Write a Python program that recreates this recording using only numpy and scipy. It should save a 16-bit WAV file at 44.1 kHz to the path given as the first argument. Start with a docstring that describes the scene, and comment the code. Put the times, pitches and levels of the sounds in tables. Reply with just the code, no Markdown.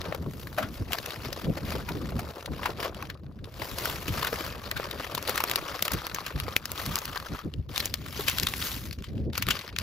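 """Stiff wrapping paper is folded, creased and smoothed by hand on a garden table, close to a phone.
Creases snap as noise bursts with two panel modes and a brief spit from the edge.
Beneath them the sheet rustles: clumped noise grains, ringing facets, booms and the hiss of sliding palms.
A breeze buffets and flutters at the two microphone ports, as low noise swelling in gusts."""
import sys
import numpy as np
from scipy import signal
from scipy.fft import rfft, irfft, next_fast_len
from scipy.io import wavfile
from scipy.ndimage import uniform_filter1d, map_coordinates

SR = 44100
rng = np.random.default_rng(int(sys.argv[2]) if len(sys.argv) > 2 else 0)


def bounce(signal):
    """Save signal as a 16-bit WAV file at the path given by the first command-line argument."""
    frames = np.transpose(np.atleast_2d(signal))
    limited = np.clip(frames, -1, 1)
    pcm = np.round(limited * 32767).astype(np.int16)
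    wavfile.write(sys.argv[1], SR, pcm)


N = 433062  # length [samples]
TOP_HZ = 16900  # band limit


def amp(db):
    """Decibels to gain."""
    return 10 ** (np.asarray(db) / 20)


def unit(x):
    """Scaled to rms 1."""
    return x / np.sqrt(np.mean(x ** 2) + 1e-20)


def along(points, hz):
    """Value at hz of a (frequency, value) curve, read on a log frequency axis."""
    f, v = np.transpose(points)
    return np.interp(np.log(hz + 1), np.log(f + 1), v)


def curves(rows):
    """One value per sample for each column after the time."""
    seconds, *columns = np.transpose(rows)
    return [np.interp(np.arange(N) / SR, seconds, column) for column in columns]


def wobble(rate):
    """A smooth random curve, rate knots a second."""
    knots = rng.standard_normal(int(N * rate / SR) + 4)
    return map_coordinates(knots, [np.arange(N) * rate / SR])


def filtered(x, response):
    """x times a complex response of frequency."""
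    m = next_fast_len(N + 8192)
    return irfft(rfft(x, m) * response(np.fft.rfftfreq(m, 1 / SR)), m)[..., :N]


def coloured(x, spectrum):
    """x shaped by a (frequency, gain) spectrum, at rms 1."""
    return unit(filtered(x, lambda hz: amp(along(spectrum, hz))))


def swell(start, length, db, rise_db_per_s, fall_db_per_s):
    """Power of a sound that rises up to its start, holds for its length and dies away."""
    t = np.arange(N) / SR
    drop_db = np.maximum(rise_db_per_s * (start - t), fall_db_per_s * (t - start - length))
    return amp(2 * (db - drop_db.clip(0, 120)))


# Gusts: (full strength from [s], held for [s], buffet before trim [dB], flutter re buffet before trims [dB])
GUSTS = [(0.206, 0.013, -38.5, 0), (0.272, 0.013, -43.5, 6), (0.632, 0.015, -40.5, 6.5),
         (0.781, 0.075, -34, -8.5), (1.202, 0.058, -40, -5), (1.452, 0.05, -33.5, 1.5),
         (1.608, 0.17, -40.5, -1.5), (1.914, 0.14, -41, 3.5), (2.139, 0.014, -29.5, -4),
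         (2.519, 0.015, -38, 1), (4.103, 0.0073, -31.5, -3), (5.934, 0.025, -35, -5),
         (6.358, 0.079, -33.5, -10.5), (6.886, 0.01, -33.5, -2), (7.292, 0.014, -34, -4),
         (7.442, 0.061, -39.5, 5), (7.522, 0.073, -31.5, -6.5), (8.427, 0.053, -38.5, -3),
         (9.152, 0.15, -34.5, -3.5), (9.455, 0.026, -34, -4.5)]
GUST_RISE_DB_PER_S, GUST_FALL_DB_PER_S = 495, 217
# Light breeze between gusts: (time [s], buffet before trim [dB])
BREEZE_LEVEL = [(0, -41.5), (1.2, -50), (1.8, -41.5), (3.03, -46), (4.2, -43.5), (5.74, -49.5), (9.38, -40),
                (9.65, -55.5), (9.82, -36)]
CALM_FLUTTER_DB = -6  # re buffet, before trims


def wind_strength():
    """Gains of buffet and flutter: gust powers add to a light breeze."""
    calm_db, = curves(BREEZE_LEVEL)
    buffet = amp(2 * calm_db)
    flutter = amp(2 * (calm_db + CALM_FLUTTER_DB))
    for start, length, db, flutter_db in GUSTS:
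        power = swell(start, length, db, GUST_RISE_DB_PER_S, GUST_FALL_DB_PER_S)
        buffet = buffet + power
        flutter = flutter + power * amp(2 * flutter_db)
    return np.sqrt(buffet), np.sqrt(flutter)


# Colour of the slow wind pressure: (frequency [Hz], relative gain [dB])
BUFFET = [(20, -38), (45, -2.5), (70, 3), (130, -2), (250, -21), (600, -97)]
# Colour of the faster eddies: (frequency [Hz], relative gain [dB])
FLUTTER = [(80, -15.5), (170, 0), (300, -5.5), (550, -16.5), (1000, -40), (2000, -80)]


def breeze():
    """Eddies push both ports nearly alike, in lumps; the faster ones flutter."""
    buffet, flutter = wind_strength()
    lumps_db = 7.6 * wobble(22)
    slow = coloured(amp(lumps_db) * rng.standard_normal((2, N)), BUFFET)
    fast = coloured(amp(lumps_db + 4.97 * wobble(35)) * rng.standard_normal((2, N)), FLUTTER)

    def even(x):
        # gusts come from the table, lumps from chance
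        return x / np.sqrt(np.abs(uniform_filter1d(x[0] ** 2, SR // 16)) + 0.044)

    mid, side = amp(2.08) * buffet * even(slow) + amp(3.5) * flutter * even(fast)
    return np.array([mid + amp(-7.5) * side, mid - amp(-14.5) * side])


# How hard the paper is worked: (time [s], crackle before rustle trim [dB])
HANDLING = [(0, -42), (.18, -55.5), (.86, -56.5), (.93, -41), (1.62, -47.5), (3.11, -52), (3.15, -67.5),
            (3.425, -72), (3.45, -59), (3.575, -54), (3.6, -44), (4.57, -48.5), (4.72, -45), (5.39, -39),
            (6.55, -45.5), (6.63, -55), (6.78, -41.5), (7.38, -45.5), (7.44, -57.5), (7.683, -72.5),
            (7.69, -46.5), (8.02, -51.5), (8.2, -38.5), (8.75, -46.5), (8.95, -57.5), (9.19, -57),
            (9.322, -73.5), (9.33, -40), (9.74, -51.5), (9.82, -38.5)]
# Single grips and pushes: (full strength from [s], held for [s], crackle before rustle trim [dB])
SCRUNCHES = [(0.73, 0.052, -50), (1.656, 0.095, -41), (2.62, 0.073, -42), (2.797, 0.056, -38),
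             (3.777, 0.18, -40.5), (4.119, 0.37, -40), (7.746, 0.11, -41.5), (8.642, 0.032, -39.5),
             (9.494, 0.15, -37.5)]
SCRUNCH_RISE_DB_PER_S, SCRUNCH_FALL_DB_PER_S = 516, 250


def effort():
    """Crackle level in dB: the power of steady handling with single grips on top."""
    power = amp(2 * curves(HANDLING)[0])
    for row in SCRUNCHES:
        power = power + swell(*row, SCRUNCH_RISE_DB_PER_S, SCRUNCH_FALL_DB_PER_S)
    return 10 * np.log10(power)


def grains(count, spread_db, t60, bed_db):
    """Two noises under one envelope of small clumped bucklings on a smooth bed; colour shifts all the time."""
    draw = rng.random((count, 2))
    clumps = np.cumsum(amp(4.0 * wobble(15)))
    at = np.searchsorted(clumps, draw[:, 0] * clumps[-1]).clip(0, N - 1)
    size_db = abs(spread_db) * np.minimum(-np.log(1 - draw[:, 1]), 3.3)
    ticks = np.bincount(at, amp(2 * size_db), N)
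    pole = amp(-120 / (t60 * SR))
    power = signal.lfilter([1], [1, -2 * pole, pole ** 2], ticks)  # each swells, then dies
    # level out the slow drift, before and after laying in the bed
    power = power / (uniform_filter1d(power, SR // 5) + 1e-9) + amp(2 * bed_db)
    power = power / uniform_filter1d(power, SR // 5)
    noise = signal.stft(rng.standard_normal((2, N)), nperseg=256)[2]
    field = uniform_filter1d(rng.standard_normal(noise.shape[1:]), size=5, axis=0)  # across frequency
    field = uniform_filter1d(field, size=4, axis=1)  # across time
    mottled = signal.istft(noise * amp(2.83 * unit(field)), nperseg=256)[1][:, :N]
    return np.sqrt(np.abs(power)) * mottled


CRINKLE_HZ, CRINKLE_OCTAVES = 2560, 0.81  # middle pitch and its spread
CRINKLE_CYCLES = 27  # sets the decay: 30 dB in this many cycles


def crinkles(count):
    """Tiny facets flip in clumps; each rings for about 6 ms at most, at its own pitch, strength and place."""
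    when, size, side = rng.random((count, 3)).T
    hz = (CRINKLE_HZ * 2 ** (CRINKLE_OCTAVES * rng.standard_normal(count))).clip(700, 7000)
    clumps = np.cumsum(amp(6 * wobble(30)))
    ticks = np.arange(SR // 160)  # each ring is cut after about 6 ms
    at = np.searchsorted(clumps, when * clumps[-1])[:, None] + ticks
    cycles = hz[:, None] * ticks / SR
    strength_db = -4.5 * np.log(1 - .97 * size)[:, None]
    ring = amp(strength_db - 60 * cycles / (2 * CRINKLE_CYCLES)) * np.sin(2 * np.pi * cycles)
    gains = (1, 2 * side[:, None] - 1)
    return unit(np.array([np.bincount(at.ravel(), (ring * g).ravel(), N + SR)[:N] for g in gains]))


# Colours of the small bucklings, the shaking sheet and the hiss: (frequency [Hz], relative gain [dB])
CRACKLE = [(500, -29), (1100, 1.5), (2500, 2.5), (5000, -0.5), (6500, -15), (12000, -22), (16000, -40)]  # also used for the cracks of the snaps
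BOOM = [(200, -14.5), (330, -3.5), (560, -1), (800, -8.5), (1200, -8.5), (1800, -20), (3000, -61)]
HISS = [(6000, -3), (9000, -3.5), (13000, -0.5), (15600, -5.5), (16000, -56)]  # closed by 16 kHz; also used for the edge spits
# A free sheet booms, a sheet held flat does not: (time [s], offset added to the boom level [dB])
LOOSE = [(0, 11.5), (.65, 2), (1, 2.5), (2.3, 8), (3, 8.5), (3.8, 4.5), (5.4, 4), (6.6, 0), (7.8, -0.5),
         (8.6, -26), (9.82, -4.5)]
# Palm on the sheet: (time [s], offset added to the hiss level [dB])
SLIDING = [(0, -8.5), (.4, 9.5), (1.1, -4.5), (2.3, -2.5), (2.9, -7.5), (3.7, 3), (4.3, -1), (4.8, -5),
           (6.5, -5.5), (6.85, 3), (7.3, -4.5), (8.3, 1.5), (8.65, 9.5), (8.86, 9.5), (9.0, -5),
           (9.6, -11.5)]
# Air in the folded-up sheet rings: (time [s], level re crackle [dB])
TROUGH = [(3.6, -36), (4.2, -8.5), (6.2, -1.5), (7.0, 1), (7.4, 4), (7.8, -30)]
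TROUGH_HZ, TROUGH_SHARPNESS = 1193, 3.8  # sharpness is the Q
BOOM_GROWS, HISS_GROWS = 0.73, 1.1  # dB for each dB of crackle
CRINKLE_DB = -8.5  # re crackle


def rustle():
    """Countless small bucklings crackle and shake the sheet; palms slide with a smoother hiss."""
    crackle_db = effort()
    (loose_db,), (sliding_db,), (trough_db,) = curves(LOOSE), curves(SLIDING), curves(TROUGH)
    mean_db = crackle_db.mean()
    swing_db = crackle_db - mean_db
    boom_db = mean_db + BOOM_GROWS * swing_db + loose_db
    hiss_db = mean_db + HISS_GROWS * swing_db + sliding_db
    # a sliding palm fills the gaps between ticks, a resting one leaves them bare
    rubbing_db = 0.35 * (hiss_db + 32.0)
    fine = grains(count=2400, spread_db=4.0, t60=0.017, bed_db=rubbing_db - 4.0)
    coarse = grains(count=500, spread_db=4.0, t60=0.03, bed_db=rubbing_db)
    slide = grains(count=1200, spread_db=0.0, t60=0.024, bed_db=rubbing_db + 12.0)

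    crackle = amp(crackle_db) * coloured(fine, CRACKLE)
    hollow = unit(signal.lfilter(*signal.iirpeak(TROUGH_HZ, TROUGH_SHARPNESS, SR), fine))
    trough = amp(crackle_db + trough_db) * hollow
    boom = amp(boom_db) * coloured(coarse + 0.65 * fine, BOOM)
    hiss = amp(hiss_db) * coloured(slide + 1.56 * fine, HISS)
    facets = amp(crackle_db + CRINKLE_DB) * crinkles(count=4500)
    return amp(-4.0) * (crackle + facets + trough + boom + hiss)  # rustle trim


# Buckling creases, before the layer trims and length offsets:
# (time [s], level [dB], panel pitch [Hz], edge re level [dB], length [ms])
SNAPS = [(0.016, -25.5, 3500, -31, 3.3), (0.054, -31.5, 1540, -35, 5.5), (0.125, -18, 656, -46, 4.5),
         (0.148, -23.5, 554, -13, 4.9), (0.472, -31, 1700, -12, 3.8), (0.585, -18, 637, -19, 22),
         (0.629, -26.5, 1350, -17, 16.5), (0.909, -27, 680, -25, 3.4), (0.922, -23.5, 1240, -3, 2.8),
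         (0.933, -17, 2710, -6, 3.7), (0.949, -23, 670, -39, 5.5), (0.98, -40.5, 1340, -26, 4.4),
         (1.061, -22.5, 2410, -5.5, 3.3), (1.329, -23, 4950, -12, 3.6), (1.706, -28.5, 4800, -9, 2.4),
         (1.89, -24.5, 950, -11.5, 9.1), (2.194, -26.5, 745, -9.5, 10.6), (2.46, -25, 3760, -12, 3.3),
         (2.633, -22.5, 1070, -29, 3.7), (2.659, -15.5, 960, -19, 9.5), (2.833, -27.5, 1040, -14, 12),
         (2.857, -22, 560, -28, 5), (2.947, -30, 3170, -13, 2.8), (3.026, -24, 1080, -11, 2.8),
         (3.101, -28, 1710, -14.5, 6), (3.145, -44.5, 3830, -25, 4.1), (3.265, -45.5, 1500, -36, 3.4),
         (3.323, -56, 3900, -27, 4), (3.39, -48, 1440, -20, 6.8), (3.444, -32, 3770, -37, 3.5),
         (3.62, -18, 780, -30, 1.9), (3.856, -22, 1390, -5, 6.4), (4.082, -28, 2840, -6, 14),
         (4.179, -25.5, 1060, -10, 7.7), (4.196, -25.5, 1300, -5, 3), (4.23, -17.5, 1260, -11, 3.4),
         (4.248, -17.5, 1440, -11, 4.8), (4.271, -22.5, 1510, -7, 7.6), (4.329, -16, 456, -30, 5.6),
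         (4.714, -17.5, 1880, -8, 3.5), (4.768, -27.5, 1520, -15, 18), (4.775, -24.5, 3770, -8, 2.6),
         (4.799, -18.5, 540, -28, 4), (4.912, -22.5, 3760, -9, 3.1), (5.15, -24, 3700, 0, 4.7),
         (5.227, -33, 1610, 2.5, 3.2), (5.277, -22, 3980, -7, 5.3), (5.295, -21, 560, -3.5, 8.4),
         (5.358, -26, 1090, -2.5, 6.9), (5.378, -20, 1700, -5.5, 7.9), (5.405, -17.5, 1060, -10.5, 6.6),
         (5.439, -12.5, 1170, -2.5, 2.6), (5.498, -28.5, 2150, 14.5, 1.2), (5.514, -20.5, 2040, 1.5, 3.2),
         (5.559, -10.5, 4650, -4, 2.03), (5.825, -21.5, 4940, 6.5, 3.4), (5.853, -28.5, 3800, 1, 10),
         (5.881, -15, 1240, -9, 2.5), (5.919, -26, 1200, 3.5, 4.2), (5.936, -31.5, 4300, 4, 8.7),
         (6.068, -15, 1770, -5, 1.86), (6.147, -20.5, 6340, -7.5, 3.8), (6.186, -20, 1100, -40, 2.2),
         (6.265, -26, 2780, -7, 5.5), (6.401, -11.5, 4430, -16, 1.34), (6.482, -19.5, 496, -41, 3.8),
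         (6.565, -8, 2360, -1, 1.93), (6.656, -21.5, 5000, -4, 2.8), (6.718, -25, 6500, 4.5, 2.05),
         (6.863, -36, 1220, 10, 3.7), (6.957, -17, 5000, 3.5, 2), (6.988, -17, 6350, -7, 2),
         (7.055, -24, 4290, -3, 3), (7.176, -23, 4500, -25, 2.1), (7.539, -30, 2820, -20, 2.6),
         (7.761, -22, 3700, -13, 6.2), (7.779, -9.5, 3730, -2.5, 1.35), (7.803, -15.5, 4050, -12, 4.2),
         (7.857, -23, 6100, 3, 3.5), (7.941, -15.5, 4370, -6.5, 2.54), (8.063, -33.5, 1410, -8, 7.3),
         (8.196, -22.5, 415, -16, 12), (8.283, -13.5, 2770, -9, 8.3), (8.298, -21, 6450, 0, 3.3),
         (8.385, -10, 3400, -11, 1.9), (8.399, -16, 3580, -0.5, 1.9), (8.433, -20, 4960, -4, 4),
         (8.47, -10.5, 3640, -19, 3), (8.538, -14.5, 2080, -14, 2.2), (8.625, -22, 3830, -29, 3.7),
         (8.911, -27.5, 4400, -23, 2.9), (8.929, -34, 4500, -5, 6.9), (8.988, -41.5, 2630, -24, 5.1),
         (9.024, -33.5, 2700, -10, 1.9), (9.043, -35.5, 3080, -17, 11), (9.087, -42, 2000, -22, 3.8),
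         (9.18, -42, 2970, -23, 4), (9.301, -46.5, 1820, -22, 4.4), (9.333, -31.5, 3640, -15, 3.3),
         (9.355, -28.5, 2500, -24, 7.3), (9.379, -23.5, 1340, 0, 5.5), (9.425, -18.5, 2550, -5, 4.5),
         (9.468, -22, 3930, -20, 2.7), (9.487, -15.5, 1300, -7, 3.4), (9.508, -13.5, 2900, -12.5, 8.6),
         (9.572, -28.5, 2620, -19, 2.6), (9.764, -20.5, 2570, -19, 2.8), (9.787, -15.5, 4060, -6, 2.2)]


def snaps():
    """Each crease gives way, cracks, rings two modes of its small panel and spits, more briefly, from the edge."""
    crack, edge, panel = np.zeros((3, 2, N + SR))
    lead = SR // 100  # room for the onset before each snap
    ms = 1000 * np.arange(-lead, SR // 10) / SR

    def noise():
        return rng.standard_normal((2, len(ms)))

    def mode(hz):
        return unit(signal.lfilter(*signal.iirpeak(hz, 7.0, SR), noise()))

    def shape(db, life):
        """A steep rise and stretched decay, over a faint longer tail."""
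        main = amp(db - 14.46 * np.maximum(ms / life, -2.5 * ms / life) ** 0.55)
        tail = amp(db - 30.0 - 0.85 * np.maximum(ms, -3.5 * ms))
        return main + tail

    def burst(envelope, x):
        """x under the envelope, which sets the energy."""
        return envelope * x * np.linalg.norm(envelope) / np.linalg.norm(envelope * x[0])

    for s, db, hz, edge_db, length in SNAPS:
        first = round(s * SR) - lead
        at = slice(first, first + len(ms))
        body_shape = shape(db, length - 1.1)
        edge_shape = shape(db, 0.69 * length - .9)
        lowpass = signal.butter(2, min(1.83 * hz, TOP_HZ), fs=SR)  # big panels crack duller
        crack[:, at] += burst(body_shape, signal.lfilter(*lowpass, noise()))
        edge[:, at] += amp(edge_db) * burst(edge_shape, noise())
        panel[:, at] += burst(body_shape, mode(hz) + amp(-9.5) * mode(2.51 * hz))

    cracks = filtered(crack[:, :N], lambda hz: amp(along(CRACKLE, hz)))
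    spits = filtered(edge[:, :N], lambda hz: amp(along(HISS, hz)))
    return amp(-4.0) * cracks + amp(-2.0) * panel[:, :N] + amp(9.5) * spits


# Lag between the two ports: (frequency [Hz], phase by which left leads [rad])
LEAD = [(300, 0), (3100, .9), (5300, .5), (6500, -.8), (8600, -3.1), (13500, -6.3), (17000, -6.6)]
# Shadow between the two ports: (frequency [Hz], left minus right [dB])
TILT = [(180, -1.5), (550, 3.5), (1650, 3.5), (4970, 6), (8500, -0.5), (15000, 0.5)]
# Paper sound shared by the ports: (frequency [Hz], likeness [0 to 1])
ALIKE = [(300, 0.97), (1000, 0.76), (4000, 0.67), (9000, 0.95), (14000, 1)]


def ports(pair):
    """A shared and an unshared part reach the two ports, each port with its own lag and shadow."""
    def share(hz):
        turn = np.arccos(np.clip(along(ALIKE, hz), 0, 1)) / 2
        return np.array([np.cos(turn), np.sin(turn)])

    def left_right(hz):
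        half = amp(along(TILT, hz) / 2) * np.exp(.5j * along(LEAD, hz))
        return np.array([half, 1 / half])

    mid, side = filtered(pair, share)
    return filtered(np.array([mid + side, mid - side]), left_right)


def scene():
    """Paper through the ports, wind on them."""
    return ports(rustle() + snaps()) + breeze()


def record(dry):
    """The loudest cracks are rounded off, and nothing is kept above the band limit."""
    top = .76  # ceiling of the rounding
    rounded = dry / (1 + np.abs(dry / top) ** 4) ** (1 / 4)
    return filtered(rounded, lambda hz: hz < TOP_HZ)


dry = scene()
out = record(dry)
bounce(out)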